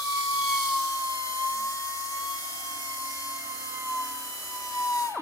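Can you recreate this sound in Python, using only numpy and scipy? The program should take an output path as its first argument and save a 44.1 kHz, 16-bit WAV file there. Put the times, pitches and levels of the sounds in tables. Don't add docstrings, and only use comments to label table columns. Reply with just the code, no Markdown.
import sys
import numpy as np
from scipy import signal
from scipy.fft import rfft, irfft, next_fast_len
from scipy.io import wavfile
from scipy.ndimage import uniform_filter1d, map_coordinates

SR = 44100
rng = np.random.default_rng(int(sys.argv[2]) if len(sys.argv) > 2 else 0)


def store_wav(level_fs):
    pcm = np.round(np.clip(np.atleast_2d(level_fs), -1, 1) * 32767)
    wavfile.write(sys.argv[1], SR, pcm.T.astype(np.int16))


N = 229937

# pitch_hz, relative_db
RUMBLE_COLOUR = [(20, -38), (32, -30), (42, -24), (55, -3.5), (75, -2.5), (110, -5.5), (160, -9.5),
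                 (400, -12), (1500, -27.5), (8000, -37)]
WHIRR_COLOUR = [(120, -39), (190, -4), (320, 0), (400, -3.5), (500, 1), (700, 2.5), (900, 0.5), (1200, 3.5),
                (1800, 3.5), (2500, -2), (3100, 5), (3650, -3.5), (4200, 0), (7000, -52)]
# pitch_hz, relative_db
JET_COLOUR = [(2500, -35), (5000, -46), (6500, -5), (7400, -8), (8100, 2), (8700, -0.5), (9500, 2),
              (11000, 0), (14000, 1), (15700, -2)]
ROAR_COLOUR = [(1200, -18.5), (2000, -6.5), (2700, -5), (3100, -4.5), (3400, -3), (3700, -3.5), (4250, 3),
               (4650, 0.5), (5000, 6.5), (5550, 4.5), (6100, 6.5), (7500, 4.5), (10000, -4.5), (15700, -51)]
RASP_TONE_COLOUR = [(1200, -27), (1700, -1.5), (2300, -26), (2800, -22), (3100, 8.5), (3400, 3.5),
                    (3700, 2.5), (4100, 8), (4400, 11.5), (5000, 4.5), (6500, -13)]
# pitch_hz, likeness
RUMBLE_LIKENESS = [(100, 0.94), (2000, 0.61)]
WHIRR_LIKENESS = [(600, 1.0), (1300, 1.0), (2200, -0.61), (4000, -1.9)]
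ROAR_LIKENESS = [(1000, 1), (1800, 0.2), (3000, 0.85), (4500, 0.63), (6000, 0.15), (9000, 0.24)]
# pitch_hz, fade_s
ECHO_FADE = [(200, 0.083), (1000, 0.99), (4000, 0.8), (12000, 0.0089)]
# times_vane_rate, level_db,
# peak_s, half_width_s
BEARING_TONES = [(0.477, -61.5, 1.33, 0.24), (0.581, -64.5, 1.25, 0.27), (0.639, -59, 2.697, 0.44),
                 (0.641, -57.5, 3.44, 0.15), (1.217, -55.5, 4.6, 0.99), (1.717, -54, 1.97, 0.59),
                 (2.77, -54.5, 0.49, 0.25), (2.871, -54, 0.87, 0.12), (3.432, -49, 0.065, 0.15),
                 (3.943, -45, 0.21, .12), (4.523, -51, 0.664, .13), (4.573, -54, 2.91, .6),
                 (5.52, -47, .5, 0.15), (5.44, -48, 0.87, 0.16), (5.53, -56, 1.5, 0.31),
                 (5.4, -53, 3.057, 0.26)]
# times_spindle_rate, level_db, peak_s, half_width_s
GROWL_TONES = [(5, -66.5, 0.45, 0.39), (9, -62.5, 0.81, 0.2), (7, -64.5, 3.5, 1), (8, -61, 3.256, 0.59),
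               (9, -68, 4.13, 0.51), (8, -57.5, 4.11, 0.19), (6, -61, 1.6, 0.11), (6, -67, 4.73, 0.2298),
               (11, -62, 4.683, 0.42)]
# time_s, relative_db
WHIRR_LEVEL = [(0.0, -62), (0.05, -67), (0.7, -59.5), (1.32, -59.5), (1.94, -60.5), (2.56, -59),
               (4.56, -56.5), (5.05, -55), (5.16, -62)]
# time_s, jet_relative_db, roar_relative_db
EXHAUST_LEVELS = [(0.0, -42, -45.5), (0.18, -41, -39), (0.31, -42, -43), (0.55, -39, -40),
                  (1.04, -42, -43.5), (3.21, -43.5, -44), (3.43, -43.5, -46.5), (4.47, -43.5, -47.5),
                  (4.75, -44.5, -45.5), (5.02, -42.5, -44.5), (5.05, -44.5, -48)]
# pitch_hz, width_hz, gain_db
HOUSING_NOTES = [(961, 53, 3.5), (1210, 108, -7), (1560, 170, -10.5)]
# time_s, pitch_hz
RUNNING_PITCH = [(0.0, 1139), (0.24, 1123), (0.33, 1124), (0.56, 1106), (0.81, 1078), (0.92, 1078),
                 (1.24, 1046), (1.33, 1047), (1.67, 1078), (2.05, 1088), (2.25, 1101), (2.41, 1092),
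                 (3.1, 1059), (3.29, 1066), (3.69, 1048), (4.02, 1021), (4.23, 998.2), (4.62, 998),
                 (4.88, 983.3), (5.05, 957)]
COASTING_PITCH = [(5.085, 929), (5.10, 866), (5.139, 808), (5.162, 605.5), (5.177, 444), (5.189, 327),
                  (5.214, 278)]
# time_s, left_db, right_db
WHINE_LEVELS = [(0.0, -27, -26), (0.03, -36.5, -36), (0.08, -31, -29.5), (0.2, -27, -29),
                (0.255, -32.5, -32.5), (0.32, -27.5, -27.5), (0.41, -28.5, -30.5), (0.53, -25.5, -24.5),
                (0.6, -28.5, -27.5), (0.655, -28, -31), (0.73, -25, -27.5), (0.99, -32.5, -33.5),
                (1.04, -29.5, -29), (1.25, -31.5, -46), (1.44, -27, -32.5), (1.56, -32.5, -31),
                (1.65, -29, -29), (1.74, -35.5, -36), (2.09, -32.5, -45), (2.14, -34, -34),
                (2.31, -32, -35.5), (2.39, -42.5, -42), (2.46, -35.5, -67), (2.58, -43.5, -42.5),
                (2.72, -40, -38.5), (2.84, -45, -48.5), (2.92, -36, -41.5), (3.05, -37.5, -38),
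                (3.12, -43.5, -42), (3.28, -39.5, -39), (3.37, -42, -39.5), (3.42, -63, -45.5),
                (3.51, -45, -33), (3.59, -48, -43), (3.77, -45, -34.5), (3.85, -37.5, -37),
                (3.91, -32, -30), (4.0, -30, -30.5), (4.08, -39.5, -39.5), (4.17, -38.5, -38.5),
                (4.32, -46, -44.5), (4.41, -55, -59), (4.56, -38, -36.5), (4.71, -39, -42.5),
                (4.78, -29, -28.5), (4.93, -25, -27), (5.0, -26.5, -29.5), (5.035, -26, -32),
                (5.06, -28, -38)]
# time_s, lead_rad
WHINE_LEFT_LEAD = [(0.0, 0.9), (0.45, 1.24), (1.22, -1), (1.65, 0.54), (2.35, .5), (2.55, 1.5), (2.8, 0.44),
                   (3.38, -0.5), (3.52, -2), (3.68, -3), (3.86, 0), (4.15, 1), (4.9, 0.4)]
# time_s, left_db, right_db, lead_rad
OVERTONE_2 = [(0.0, -51.5, -54, 10.8), (0.12, -42, -43, 10.7), (0.21, -40, -38.5, 10),
              (0.42, -39.5, -47.5, 8.3), (0.54, -37.5, -33.5, 6.7), (0.7, -49, -49, 6.2),
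              (0.84, -52.5, -52, 3.2), (1.26, -44.5, -42, 3.1), (1.54, -47, -45.5, 2.9),
              (1.75, -55.5, -52.5, 2.9), (1.96, -48.5, -46, 3.2), (2.03, -57, -53.5, 3.6),
              (2.1, -47, -46.5, 3.3), (2.78, -47, -45, 3.2), (2.86, -41.5, -39.5, 4.1),
              (3.0, -48, -47, 3.4), (3.11, -42.5, -43.5, 4.3), (3.27, -46, -48, 3.5), (3.4, -44, -46, 4.4),
              (3.68, -49, -49, 4.1), (3.77, -44, -42, 5.2), (3.88, -49, -48, 4.4), (4.13, -51, -51, 4.2),
              (4.2, -60, -60, 3.6), (4.27, -53.5, -49.5, 2.8), (4.69, -55.5, -51.5, 2.5),
              (4.76, -47, -44.5, 3.3), (4.9, -52.5, -50, 2.7), (4.97, -42, -38.5, 2.6),
              (5.04, -53.5, -50, 2.3), (5.07, -46.5, -42, 1.7)]
OVERTONE_3 = [(0.0, -41, -44, 10.4), (0.14, -42, -47, 10.7), (0.28, -49, -48, 4.8), (0.44, -37, -39.5, 4.7),
              (0.56, -37, -38.5, 4.1), (0.77, -51.5, -52.5, 3.2), (0.91, -48, -46.5, 3.8),
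              (1.26, -44, -43, 2.4), (1.48, -47, -46, 2.4), (1.68, -52, -52.5, 3.1),
              (1.82, -47.5, -45.5, 2.5), (2.1, -56, -53, 4.3), (2.3, -48, -50, 5.2), (2.5, -49, -49, 4.2),
              (2.73, -46, -44.5, 4), (2.87, -55.5, -54.5, 2.9), (2.94, -49, -48, 1.8),
              (3.08, -56.5, -56, 3.9), (3.22, -48, -47.5, 3.3), (3.43, -55, -53.5, 3.9),
              (3.99, -46.5, -46.5, 2.9), (4.17, -50, -49, 2.3), (4.38, -47.5, -46, 1.2),
              (4.6, -51, -48.5, 1.8), (4.9, -51, -48.5, 1.3), (5.07, -56, -56, 1.6)]
OVERTONE_4 = [(0.0, -60.5, -56.5, -0.1), (0.21, -50.5, -50, 0.5), (0.35, -58, -57, 0.2),
              (0.47, -43, -42, 0), (0.65, -45, -44, -0.3), (0.8, -51, -50, -1.2), (1.2, -49, -45.5, -1.1),
              (1.7, -54.5, -50.5, -2), (1.82, -50.5, -49.5, -2.3), (2.15, -56, -54.5, -1.8),
              (2.3, -51.5, -53, -0.7), (2.66, -62, -62, 0.5), (2.85, -55, -54, -1.7),
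              (3.22, -52, -50, -1.1), (3.45, -55, -54, -1.3), (3.56, -52, -51, -0.8),
              (3.85, -56, -55, -1.3), (4.04, -52.5, -51, -1.5), (4.2, -55, -55.5, 0.2),
              (4.38, -51, -51.5, -1), (4.5, -56.5, -55.5, 0), (4.99, -48, -48.5, -2), (5.07, -52, -52, -2)]
OVERTONE_5 = [(0.0, -62, -62, 4.7), (0.84, -54, -52, 2.7), (1.26, -60, -60, 2.7), (1.75, -56, -52.5, -1.4),
              (2.03, -64, -61, -0.6), (3.01, -61, -58, 1.6), (3.92, -65, -63, 1.6), (4.06, -57, -53, 1),
              (4.3, -66, -64, 1.5), (4.6, -62, -59, 0), (4.85, -54, -52, -0.5), (5.07, -55, -52, -1)]

VANES, GEAR_RATIO = 5, 5.92
SHUT_S, CLOSING_S = 5.078, 0.015
TOP_HZ = 15780


def amp(db):
    return 10 ** (np.asarray(db) / 20)


def unit(x):
    return x / np.sqrt(np.mean(x ** 2) + 1e-20)


def at_pitch(table, hz):
    pitches, values = np.transpose(table)
    return np.interp(np.log(hz + 1), np.log(pitches + 1), values)


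def curves(table):
    times, *columns = np.transpose(table)
    return [np.interp(np.arange(N) / SR, times, column) for column in columns]


def since(start_s):
    return np.maximum(np.arange(N) / SR - start_s, 0)


def swell(peak_s, half_width_s):
    return np.exp(-((np.arange(N) / SR - peak_s) / half_width_s) ** 2)


def wobble(rate_hz):
    points = rng.standard_normal(int(N * rate_hz / SR) + 4)
    return map_coordinates(points, [np.arange(N) * rate_hz / SR])


def waver(rate_hz):
    return wobble(rate_hz) + 1j * wobble(rate_hz)


def filtered(x, response):
    size = next_fast_len(N + SR // 2)
    return irfft(rfft(x, size) * response(np.fft.rfftfreq(size, 1 / SR)), size)[..., :N]


def coloured(x, colour):
    return unit(filtered(x, lambda hz: amp(at_pitch(colour, hz))))


def spread(pair, likeness):
    angle = lambda hz: np.arccos(np.clip(at_pitch(likeness, hz), -1, 1)) / 2
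    mid, side = filtered(pair, lambda hz: np.array([np.cos(angle(hz)), np.sin(angle(hz))]))
    return np.array([mid + side, mid - side])


def lagged(x, lag_ms):
    return filtered(x, lambda hz: np.exp(-1j * np.pi * hz * lag_ms / 1000 * np.array([[1], [-1]])))


def patchy(pair, depth_db, size):
    slices = signal.stft(pair, nperseg=size)[2]
    patches = uniform_filter1d(rng.standard_normal(slices.shape), size=3, axis=1)
    patches = uniform_filter1d(patches, size=20, axis=2)
    return unit(signal.istft(slices * amp(depth_db * unit(patches)), nperseg=size)[1][:, :N])


def turbulence(depth_db):
    return patchy(rng.standard_normal((2, N)), depth_db, size=1024)


def shop_rumble():
    return coloured(spread(rng.standard_normal((2, N)), RUMBLE_LIKENESS), RUMBLE_COLOUR)


def shop_echo(x):
    hz, t, slices = signal.stft(rng.standard_normal((2, SR // 2)), SR, nperseg=256)
    fade = amp(-60 * t / at_pitch(ECHO_FADE, hz)[:, None])
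    tail = signal.istft(slices * fade, SR, nperseg=256)[1]
    return signal.fftconvolve(x, tail / np.linalg.norm(tail[0]), axes=1)[:, :N]


def valve_opening():
    return np.clip(.5 - (np.arange(N) / SR - SHUT_S) / CLOSING_S, 0, 1)


def bearings(phase):
    tones = np.zeros((2, N))
    for multiple, db, peak_s, half_width_s in BEARING_TONES:
        clean_share = np.exp(-(multiple / 3.4) ** 2)
        scrape = waver(rate_hz=170) + np.array([[.5], [-.5]]) * waver(rate_hz=170)
        clean = np.sqrt(2 * clean_share) * np.exp(.6j * wobble(rate_hz=45))
        texture = clean + np.sqrt(1 - clean_share) * scrape
        tones += amp(db) * swell(peak_s, half_width_s) * (texture * np.exp(1j * multiple * phase)).real
    return tones * valve_opening()


def teeth(spindle_turns, points=1250):
    patterns = irfft(np.exp(2j * np.pi * rng.random((2, points // 2 + 1))), points)
    position = spindle_turns % 1 * points
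    return unit(np.array([map_coordinates(row, [position], mode="grid-wrap") for row in patterns]))


def gears(phase):
    spindle_turns = phase / (2 * np.pi * VANES * GEAR_RATIO)
    whirr_db, = curves(WHIRR_LEVEL)
    mesh = patchy(teeth(spindle_turns), depth_db=4.5, size=4096) + 0.77 * turbulence(depth_db=4.0)
    whirr = coloured(spread(mesh, WHIRR_LIKENESS), WHIRR_COLOUR)
    growl = 0
    for multiple, db, peak_s, half_width_s in GROWL_TONES:
        strength = amp(db) * swell(peak_s, half_width_s) * (1 + .2 * waver(rate_hz=11))
        growl += strength * np.exp(2j * np.pi * (multiple * spindle_turns + rng.random()))
    return amp(whirr_db + 9.5) * whirr + np.sqrt(2) * growl.real * amp([[.6], [-.6]])


def exhaust(phase, jet_fall_db_per_s=166, roar_fall_db_per_s=262):
    jet_db, roar_db = curves(EXHAUST_LEVELS)
    surge_db = .42 * wobble(rate_hz=14)
    jet_db += surge_db - jet_fall_db_per_s * since(SHUT_S)
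    roar_db += surge_db - roar_fall_db_per_s * since(SHUT_S)
    rotor_angle = phase / VANES
    spindle_angle = rotor_angle / GEAR_RATIO
    pulsing = 1 + 0.022 * np.cos(spindle_angle) + 0.058 * np.cos(rotor_angle) + 0.097 * np.cos(phase)
    jet = coloured(turbulence(depth_db=2.5)[0] * pulsing, JET_COLOUR)
    jet = lagged(jet, lag_ms=0.2945)
    rush = turbulence(depth_db=3.5) * pulsing + 0.45 * teeth(spindle_angle / (2 * np.pi))
    roar = coloured(spread(rush, ROAR_LIKENESS), ROAR_COLOUR)
    roar = lagged(roar, lag_ms=-0.16) * amp([[-.7], [.7]])
    return amp(jet_db + 5.5) * jet + amp(roar_db + 1.83) * roar


def exhaust_rasp(phase, peak_s=0.7, rise_db_per_s=5.5, fall_db_per_s=38):
    spindle_turns = phase / (2 * np.pi * VANES * GEAR_RATIO)
    throb = 1 + .4 * np.cos(2 * np.pi * spindle_turns)
    scrape = .4 * teeth(spindle_turns) + turbulence(depth_db=2.5) * throb
    from_peak_s = np.arange(N) / SR - peak_s
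    level_db = -38.5 + np.minimum(rise_db_per_s * from_peak_s, -fall_db_per_s * from_peak_s)
    return amp(level_db) * coloured(scrape, RASP_TONE_COLOUR)


def housing(hz):
    response = 0
    for i, (pitch_hz, width_hz, db) in enumerate(HOUSING_NOTES):
        damping = 1j * hz * width_hz
        response += (-1) ** i * amp(db) * damping / (pitch_hz ** 2 - hz ** 2 + damping)
    return response


def run_down(phase, slap_s=5.137, attack_s=0.012, hold_s=0.044, fall_db_per_s=540):
    multiples = np.arange(2, 7)[:, None]
    buzz = np.sum(np.cos(multiples * phase) * (multiples - 1) ** -1.1, axis=0)
    slaps = buzz + 0.5 * rng.standard_normal(N)
    slaps *= np.minimum(since(slap_s) / attack_s, 1) * amp(-26 - fall_db_per_s * since(slap_s + hold_s))
    tone = (1 - valve_opening()) * np.cos(phase)
    direct = amp(-42.5 + 8 * swell(peak_s=5.197, half_width_s=0.0051)) * tone
    ringing = filtered(amp(-30) * tone + slaps, housing)
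    return np.sqrt(2) * (direct + ringing) * amp([[1.5], [-1.5]])


def vane_phase():
    pitch_hz, = curves([*RUNNING_PITCH, *COASTING_PITCH])
    return 2 * np.pi * np.cumsum(pitch_hz * (1 + 0.00038 * wobble(rate_hz=45))) / SR


def whine(phase):
    level_db = np.array(curves(WHINE_LEVELS))
    lead, = curves(WHINE_LEFT_LEAD)
    sides = np.array([[.5], [-.5]])
    direct = amp(level_db) * np.exp(1j * sides * lead) * (1 + 0.09 * waver(rate_hz=22))
    reflected = amp(-55.5) * np.array([waver(rate_hz=18) for side in sides])
    tone = (direct + reflected) * np.exp(1j * phase)
    for multiple, overtone in enumerate([OVERTONE_2, OVERTONE_3, OVERTONE_4, OVERTONE_5], 2):
        left_db, right_db, lead = curves(overtone)
        flutter = 1 + .16 * np.array([waver(rate_hz=24) for side in sides])
        throb = 1 + .2 * np.cos(phase / (VANES * GEAR_RATIO) + wobble(rate_hz=1.96))
        wave = np.exp(1j * (multiple * phase + sides * lead))
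        tone += amp([left_db, right_db]) * flutter * throb * wave
    return np.sqrt(2) * tone.real * valve_opening()


def scene():
    phase = vane_phase()
    tone, coast = whine(phase), run_down(phase)
    rush = gears(phase) + exhaust(phase) + exhaust_rasp(phase) + bearings(phase)
    rumble = amp(-64.5) * shop_rumble()
    echo = shop_echo(amp(-23) * tone + amp(-9.5) * rush + amp(-10) * coast)
    return rumble + echo + rush + coast + tone


def record(dry):
    return filtered(dry, lambda hz: hz < TOP_HZ)


dry = scene()
out = record(dry)
store_wav(out)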